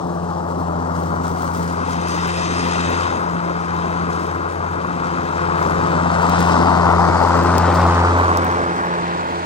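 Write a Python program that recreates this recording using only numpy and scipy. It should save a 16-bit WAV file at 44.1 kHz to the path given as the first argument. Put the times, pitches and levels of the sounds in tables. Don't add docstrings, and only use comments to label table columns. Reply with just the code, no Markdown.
import sys
import numpy as np
from scipy import signal
from scipy.io import wavfile
from scipy.ndimage import uniform_filter1d

SR = 44100
rng = np.random.default_rng(int(sys.argv[2]) if len(sys.argv) > 2 else 0)


def dump(signal):
    limited = np.clip(np.atleast_2d(signal).T, -1, 1)
    pcm = np.round(limited * 32767).astype(np.int16)
    wavfile.write(sys.argv[1], SR, pcm)


def level_to_linear(level):
    exponent = np.asarray(level, float) / 20
    return 10 ** exponent


N = 416744
HOP = 256
T = np.arange(N) / SR
FRAMES = np.arange(N // HOP + 5) * HOP / SR
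BINS = np.fft.rfftfreq(4 * HOP, 1 / SR)[:, None]

# [t/s, left port leads/ms, stretch of the roar's colour]
BEARING = [(0, .23, 0.81), (1.8, .32, 1.043), (5.6, .3, 1.06), (6.5, 0.23, 0.94), (7.3, 0.15, 0.98),
           (7.75, 0.012, 0.96), (8.3, -0.32, 1.05), (8.8, -.37, 1.15), (9.45, -0.44, 0.99)]
# [f/Hz, loss/dB, extra lag/rad]
SHADOW = [(80, .5, .2), (300, .5, .75), (600, 4.5, 1.2), (800, 8, 1), (1000, 12, .2), (1300, 4.5, -.35),
          (1750, 1.5, -.5), (2150, 5, 0), (2800, 1, -.2), (4000, 1, 0)]
# [t/s, strength 0-1, share of the rustle made at the deck 0-1]
BOUNCE = [(0, .3, 0), (1.6, .6, .1), (2, .85, .9), (3.2, .85, .9), (3.5, .7, .7), (6, .6, .4),
          (6.6, .3, .3), (9.45, .3, .3)]
# [t/s, level/dB from that across the lawn]
NEAR = [(0, -2), (1, 0), (1.9, 0), (2.3, 1), (3.1, 3), (3.4, .5), (4.1, 1.5), (4.5, -1), (5.2, 1.5),
        (5.8, 5.5), (6.05, 5), (6.4, 8.5), (7, 9.5), (7.85, 7), (8.3, 5.5), (8.65, 1.5), (9.45, -4)]
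# [t/s, level/dB]
OPEN = [(0, -14.5), (1.6, -13.5), (1.95, -7), (2.3, -1), (2.75, 1), (3.05, -2.5), (3.25, -11.5), (4, -10.5),
        (4.6, -15), (5.1, -10), (6.05, -7), (6.4, 0.5), (6.85, -3.5), (7.3, -2), (7.9, -2.5), (8.4, -6),
        (8.85, -10.5), (9.45, -10.5)]
RUSTLE_DB = -42


def evened(x):
    return x / np.sqrt(np.mean(abs(x) ** 2) + 1e-20)


def read(points, hz):
    f, *values = np.transpose(points)
    return [np.interp(np.log(hz + 1), np.log(f + 1), v) for v in values]


def follow(rows, t):
    s, *values = np.transpose(rows)
    return [np.interp(t, s, v) for v in values]


def step(t, s, width_s):
    return .5 + .5 * np.tanh((t - s) / width_s)


def bump(t, s, half_s):
    return np.exp(-((t - s) / half_s) ** 2)


def place(t):
    # [left leads/ms, share on the right port, shift of its pitch]
    shade = [(-.4, -0.29, .66), (-.15, 0.48, 0.61), (.03, .6, 1.03), (.17, 1.14, 0.71), (.27, 0.82, 1.008)]
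    lead_ms = follow(BEARING, t)[0]
    shadow, shift = follow(shade, lead_ms)
    likeness = 1 - .24 * bump(t, 7.9, .75)
    return lead_ms, shadow, likeness, shift


def air(colour_db, level_db, lead_ms, shadow, likeness, shift, patchy_db, flicker_db, bounce=0):
    # [f/Hz, likeness 0-1]
    alike = [(60, .96), (300, .97), (1500, .97), (2500, .88), (5000, .7), (9000, .7)]
    # [f/Hz, level/dB]
    port = [(1400, -0.5), (2600, -2.5), (3600, -3), (4600, 3), (6200, 1), (7100, -4), (8200, -1),
            (9500, -5)]
    # [delay/ms, share left 0-1, share right 0-1]
    echoes = [
        (.62, .15, 0),
        (.8, .15, .55),
        (1.57, .33, .15),
    ]
    a, b, c, d, patches = rng.standard_normal((len(level_db), len(BINS), 5)).T
    patches = uniform_filter1d(patches, size=10, axis=0)
    patches = evened(uniform_filter1d(patches, size=12, axis=1))
    flicker = evened(uniform_filter1d(rng.standard_normal(len(level_db)), size=3))

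    loss_db, lag = read(SHADOW, BINS / shift)
    same = np.clip(read(alike, BINS)[0] * likeness, 0, 1)
    left = a + 1j * b
    right = same * left + np.sqrt(1 - same ** 2) * (c + 1j * d)
    late = 2 * np.pi * BINS * lead_ms / 1000 + lag * shadow
    right = right * level_to_linear(read(port, BINS)[0] - loss_db * shadow) * np.exp(-1j * late)
    ports = []
    for k, z in enumerate((left, right), 1):
        reflected = sum(e[k] * np.exp(-2j * np.pi * BINS * e[0] / 1000) for e in echoes)
        ports.append(z * (1 + bounce * reflected))

    colour = level_to_linear(colour_db) * np.ones_like(a)
    colour /= np.sqrt((colour ** 2).sum(0))
    size = colour * level_to_linear(level_db + patchy_db * patches + flicker_db * flicker)
    return signal.istft(np.array(ports) * size, nperseg=4 * HOP, noverlap=3 * HOP)[1][:, :N]


def tone(turns, hz, db):
    lead_ms, shadow = place(T)[:2]
    loss_db, lag = read(SHADOW, hz)
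    late = 2 * np.pi * hz * lead_ms / 1000 + lag * shadow
    tilt = level_to_linear(loss_db * shadow / 2)
    left = tilt * np.sin(2 * np.pi * turns)
    right = np.sin(2 * np.pi * turns - late) / tilt
    return np.sqrt(2) * level_to_linear(db) * np.array([left, right])


def blade():
    # [t/s, f/Hz, hum level/dB]
    passes = [(0, 86.7, -41), (.2, 86.3, -34), (.9, 85.67, -28.5), (1.8, 85.85, -30.5), (2.3, 86.08, -33),
              (3, 87, -28), (3.4, 85.96, -39.5), (3.75, 85.5, -33), (4.75, 85.9, -31.5), (4.9, 86.7, -38),
              (5.5, 85.5, -30), (6.15, 86.47, -28.5), (6.45, 86.6, -23.5), (7.2, 86.16, -22.5),
              (7.7, 86.4, -18), (8.2, 86.33, -18.5), (8.92, 86.5, -42), (9.45, 85.65, -37.5)]
    hz, hum_db = follow(passes, T)
    return np.cumsum(hz) / SR, hum_db


def chopping(turns):
    depth = np.clip(.22 + .025 * follow(NEAR, T)[0], 0, 1)
    return depth * (np.cos(2 * np.pi * turns - 1.2) + 0.36 * np.cos(4 * np.pi * turns))


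def blade_hum(turns, hum_db):
    upper = [-27.5, -35, -35]
    # [multiple, level/dB from the 4th]
    higher = [(5, -2), (6, -4.5), (7, -11.5), (8, -8.5)]
    # [t/s, half length/s, multiple, depth/dB]
    cancels = [(.5, 0.15, 2, -1.5), (3.105, 0.16, 2, -11), (4.537, 0.29, 2, -10.5), (5.355, 0.44, 2, -5.5),
               (7.23, .1, 2, -7), (8.208, .15, 2, -7.5), (8.608, 0.35, 2, -7), (9.4, .25, 2, -7.5),
               (.3, 0.19, 3, -10), (2.3, 0.2, 3, -21), (3.55, 0.34, 3, -24), (4.498, 0.44, 3, -19.5),
               (5.55, 0.24, 3, -22), (6.24, 0.15, 3, -11), (6.932, 0.1, 3, -15), (8.998, 0.56, 3, -8),
               (1.2, .55, 4, -18), (3.497, 0.4, 4, -4), (4.704, 0.4, 4, -5), (6.4, 0.44, 4, -8)]
    drift = rng.standard_normal((len(FRAMES), 4))
    drift_db = 1.4 * evened(uniform_filter1d(drift, size=14, axis=0)).T
    orders_db = [hum_db + .5 * np.interp(T, FRAMES, drift_db[0])]
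    for k, far_db in enumerate(upper, 2):
        level_db = far_db + 0.51 * follow(NEAR, FRAMES)[0] + drift_db[k - 1]
        for s, half_s, multiple, deep_db in cancels:
            if round(multiple) == k:
                level_db = level_db + deep_db * bump(FRAMES, s, half_s)
        orders_db.append(np.interp(T, FRAMES, level_db))
    orders = list(enumerate(orders_db, 1)) + [(k, orders_db[3] + db) for k, db in higher]
    return sum(tone(k * turns + rng.random() * (k > 1), k * 86, db) for k, db in orders)


def wheel_drive():
    # [t/s, half length/s, level/dB]
    pulls = [
        (.2, 0.48, -40),
        (1, 0.44, -37),
        (3.004, 0.16, -38),
        (4.652, 0.57, -42),
        (5.862, 0.49, -31.5),
        (7.95, .2, -36),
    ]
    load = level_to_linear(-52.5) + sum(level_to_linear(db) * bump(FRAMES, s, half_s) for s, half_s, db in pulls)
    turns = np.cumsum(157.4 - 0.42 * T) / SR
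    return tone(turns, 118, np.interp(T, FRAMES, 20 * np.log10(load)))


def motor_whine():
    tooth_hz, below_rustle_db = 5082, -11
    waver_hz = 3 * evened(uniform_filter1d(rng.standard_normal(N), size=4000))
    level_db = RUSTLE_DB + follow(OPEN, T)[0] + below_rustle_db
    return tone(np.cumsum(tooth_hz + waver_hz) / SR, tooth_hz, level_db)


def wash():
    # [f/Hz, level/dB]
    colour = [(20, -51.5), (40, -45), (60, -0.5), (130, 6.5), (300, 10), (450, 10), (650, 9), (900, -44.5)]
    level_db = -31.5 + 0.89 * follow(NEAR, FRAMES)[0] + 4.5
    return air(read(colour, BINS)[0], level_db, *place(FRAMES), patchy_db=1.33, flicker_db=1.45)


def roar(chop):
    # [f/Hz, level/dB]
    colour = [(300, -60), (500, -12.5), (700, -3), (950, 0), (1200, -3), (1500, -7.5), (1700, -17),
              (1950, -19), (2400, -29.5), (3000, -82.5)]
    stretch = follow(BEARING, FRAMES)[1]
    cavity_hz, cavity_oct, cavity_db = 940, 0.26, 1.5
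    cavity = bump(np.log2((BINS + 1) / cavity_hz), 0, cavity_oct)
    colour_db = read(colour, BINS / stretch)[0] + cavity_db * cavity * bump(FRAMES, 7.46, 1.6) ** 2
    level_db = -22 + follow(NEAR, FRAMES)[0] + 1.5
    bounce = 0.028 * follow(BOUNCE, FRAMES)[0]
    noise = air(colour_db, level_db, *place(FRAMES), patchy_db=0.5, flicker_db=0.9, bounce=bounce)
    return noise * (1 + chop)


def rustle_levels():
    # [t/s, length/s, level/dB]
    scuff_rows = [(0.01, 0.053, -62), (.25, .05, -63), (0.497, 0.067, -61), (0.587, 0.057, -57),
                  (.95, 0.1, -52), (1.238, .07, -49.5), (1.386, .09, -47.5), (1.542, 0.075, -47.5),
                  (1.678, 0.045, -53), (1.896, 0.045, -45), (2.085, 0.064, -40.5), (4.103, 0.089, -51),
                  (4.196, 0.05, -50), (4.49, .05, -55), (5.6, .12, -48.5), (6.12, .06, -58),
                  (6.396, 0.064, -45), (7.75, .1, -50), (8.441, .06, -53)]
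    open_db, far = follow(OPEN, FRAMES)[0], follow(BOUNCE, FRAMES)[1]
    scuffs = 0
    for s, length_s, db in scuff_rows:
        fade = np.exp(-np.maximum(FRAMES - s, 0) / length_s)
        scuffs = scuffs + level_to_linear(2 * db) * step(FRAMES, s, 0.013) * fade
    rustle = level_to_linear(2 * (RUSTLE_DB + open_db)) + scuffs
    grit = level_to_linear(2 * (-52.5 + 0.62 * open_db)) + level_to_linear(2 * 0.5) * scuffs * (1 - far)
    return 10 * np.log10(rustle), 10 * np.log10(grit)


def leaves():
    # [f/Hz, level/dB]
    rustle_colour = [(1500, -16.5), (3000, -7), (5000, -7.5), (8000, -8), (10000, -19), (12000, -29.5),
                     (15000, -40)]
    # [f/Hz, level/dB]
    grit_colour = [(6000, -17), (9000, 0), (12000, -3), (14000, -6.5), (16000, -4.5), (18000, -20.5)]
    bounce, far = follow(BOUNCE, FRAMES)
    chute_hz, chute_oct, chute_db = 4630, 0.3, 3.5
    chute = bump(np.log2((BINS + 1) / chute_hz), 0, chute_oct) * bump(FRAMES, 7, .7)
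    colour_db = read(rustle_colour, BINS)[0] + chute_db * chute
    rustle_db, grit_db = rustle_levels()
    far_db, close_db = 10 * np.log10(far + 1e-6), 10 * np.log10(1 - far)
    bed = air(colour_db, rustle_db + 9 + close_db, .045, .2, .8, 1, patchy_db=1.2, flicker_db=1.2)
    bed += air(colour_db, rustle_db + 9 + far_db, *place(FRAMES),
               patchy_db=1.9, flicker_db=1.04, bounce=bounce)
    bed += air(read(grit_colour, BINS)[0], grit_db + 9, .045, .1, .5, 1,
               patchy_db=1.5, flicker_db=1.2, bounce=.6 * far)
    grains = level_to_linear(2.7 * np.minimum(rng.exponential(1, N), 4)) * (rng.random(N) < 120 / SR)
    crackle = signal.oaconvolve(grains, np.exp(-np.arange(400) / 60))[:N]
    return bed * evened(1 + 0.4 * crackle)


def debris():
    # [t/s, peak level/dB, low part/dB relative, left over right/dB]
    small = [(1.2399, -37, -1, -1), (1.4446, -34, -15, 5), (1.5668, -35, -12, 0.5), (1.6819, -43, -10, -2),
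             (1.8813, -41, -6, -5), (1.9157, -34, -9, -5), (2.0857, -31, -12, 1.0), (2.2742, -33, -9, -1),
             (2.368, -42, -13.5, -1), (2.9018, -37, -16, 3), (5.0704, -41, -2, 12), (5.4736, -42, -3, 1.0),
             (5.6171, -42.5, -11, -1.5), (6.2253, -31, -3, -3), (6.3754, -54, -7, -1.5),
             (6.7665, -36.5, -2, -1.5), (6.9974, -39, -4, -2), (7.2273, -30, -4, -2),
             (7.2853, -37.5, -9, -1.5), (7.3713, -33, -7, 0.5), (7.4368, -35, -9, 1.5),
             (7.7438, -29, -12, 2.5), (8.1874, -33, -8, 7), (8.4462, -26, -18, 0), (8.8594, -43, -13, -5),
             (9.1184, -40.5, -7, 8)]
    # [t/s, peak level/dB, low part/dB relative, left over right/dB]
    knocks = [
        (6.2962, -26, 4, 0),
        (6.405, -27, 2, 2),
        (7.5815, -19, 4, -3),
        (8.3728, -20, 1, 3),
    ]
    out, t, hits = np.zeros((2, N + 2000)), np.arange(1300) / SR, small + knocks
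    shape = np.minimum(t / .0002, 1) * (np.exp(-t / .0006) + .06 * np.exp(-t / .006))
    bright = signal.butter(2, [9000, 16500], "band", fs=SR, output="sos")
    dull = signal.butter(2, [4200, 8500], "band", fs=SR, output="sos")
    for s, db, low_db, pan_db in hits:
        noise = rng.standard_normal((2, len(t)))
        noise = np.array([noise[0], .2 * noise[0] + noise[1]]) * shape
        top, low = signal.sosfilt(bright, noise), signal.sosfilt(dull, noise)
        top /= abs(top).max(1, keepdims=True)
        low /= abs(low).max(1, keepdims=True)
        gain = 2 * level_to_linear(db + np.array([[pan_db / 2], [-pan_db / 2]]))
        start = round(s * SR)
        out[:, start:start + len(t)] += gain * (top + level_to_linear(low_db) * low)
    return out[:, :N]


def hiss(chop):
    # [f/Hz, level/dB]
    colour = [(1300, -2.5), (1800, 13.5), (2600, 7), (3200, 4), (4500, -1.5), (6500, -47.5), (9000, -56.5),
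              (12000, -28), (16000, -36)]
    turned, gone = step(FRAMES, 1.64, 0.28), step(FRAMES, 8.77, 0.28)
    level_db = -29.5 + 0.93 * follow(OPEN, FRAMES)[0] - 15.5 * (1 - turned) + 5 * gone
    level_db = level_db - 4.5 * bump(FRAMES, 7.1, 0.58)
    bounce = follow(BOUNCE, FRAMES)[0]
    wall_ms, wall_share = 1.926, 0.33
    reflected = wall_share * bounce * np.exp(-2j * np.pi * BINS * wall_ms / 1000)
    comb_db = 20 * np.log10(abs(1 + reflected) + .05)
    lead_ms, shadow, likeness, shift = place(FRAMES)
    likeness = likeness - .55 * gone
    noise = air(read(colour, BINS)[0] + comb_db, level_db + 1.5, lead_ms, shadow, likeness, shift,
                patchy_db=0.1, flicker_db=1.24, bounce=bounce)
    return noise * (1 + 0.21 * chop)


def scene():
    turns, hum_db = blade()
    chop = chopping(turns)
    tones = blade_hum(turns, hum_db) + wheel_drive() + motor_whine()
    mower = tones + wash() + roar(chop) + hiss(chop)
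    return mower + (1 + 0.5 * chop) * leaves() + debris()


def thinned(mid, side):
    # [f/Hz, level/dB from the masking level]
    floor = [(8600, -60), (8900, -2), (9400, 5), (9700, 30), (12600, 30), (13700, -7), (15800, -5)]
    hz, _, z = signal.stft(np.array([mid, side]), SR, nperseg=8 * HOP, noverlap=6 * HOP)
    size = uniform_filter1d(uniform_filter1d(abs(z), size=5, axis=1), size=2, axis=2)
    top = size[1, (hz > 9300) & (hz < 12500)].mean(0)
    loud = size[:, (hz > 2000) & (hz < 9000)].mean((0, 1))
    masking = level_to_linear(-3.5) * np.sqrt(top * loud)
    z[0] *= size[0] > level_to_linear(read(floor, hz)[0])[:, None] * masking
    z[1] *= (size[1] > level_to_linear(-13.5) * loud) | (hz < 10000)[:, None]
    z = z * (hz < 15830)[:, None]
    return signal.istft(z, SR, nperseg=8 * HOP, noverlap=6 * HOP)[1][:, :N]


def band_limit(x):
    return signal.sosfilt(signal.butter(12, 16840, fs=SR, output="sos"), x)


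def record(dry):
    sharp = [
        2.0857,
        2.2742,
        2.368,
        2.9018,
        6.2966,
        6.405,
        7.2833,
        7.4388,
        7.582,
        8.3732,
    ]
    left, right = 1.2 * np.tanh(dry / 1.2)
    pair = np.array([left + right, left - right]) / 2
    whole = sum(np.clip(2 - abs(T - s) / .002, 0, 1) for s in sharp)
    mid, side = whole * pair + (1 - whole) * thinned(*(pair * (1 - whole)))
    return band_limit(np.array([mid + side, mid - side]))


dry = scene()
out = record(dry)
dump(out)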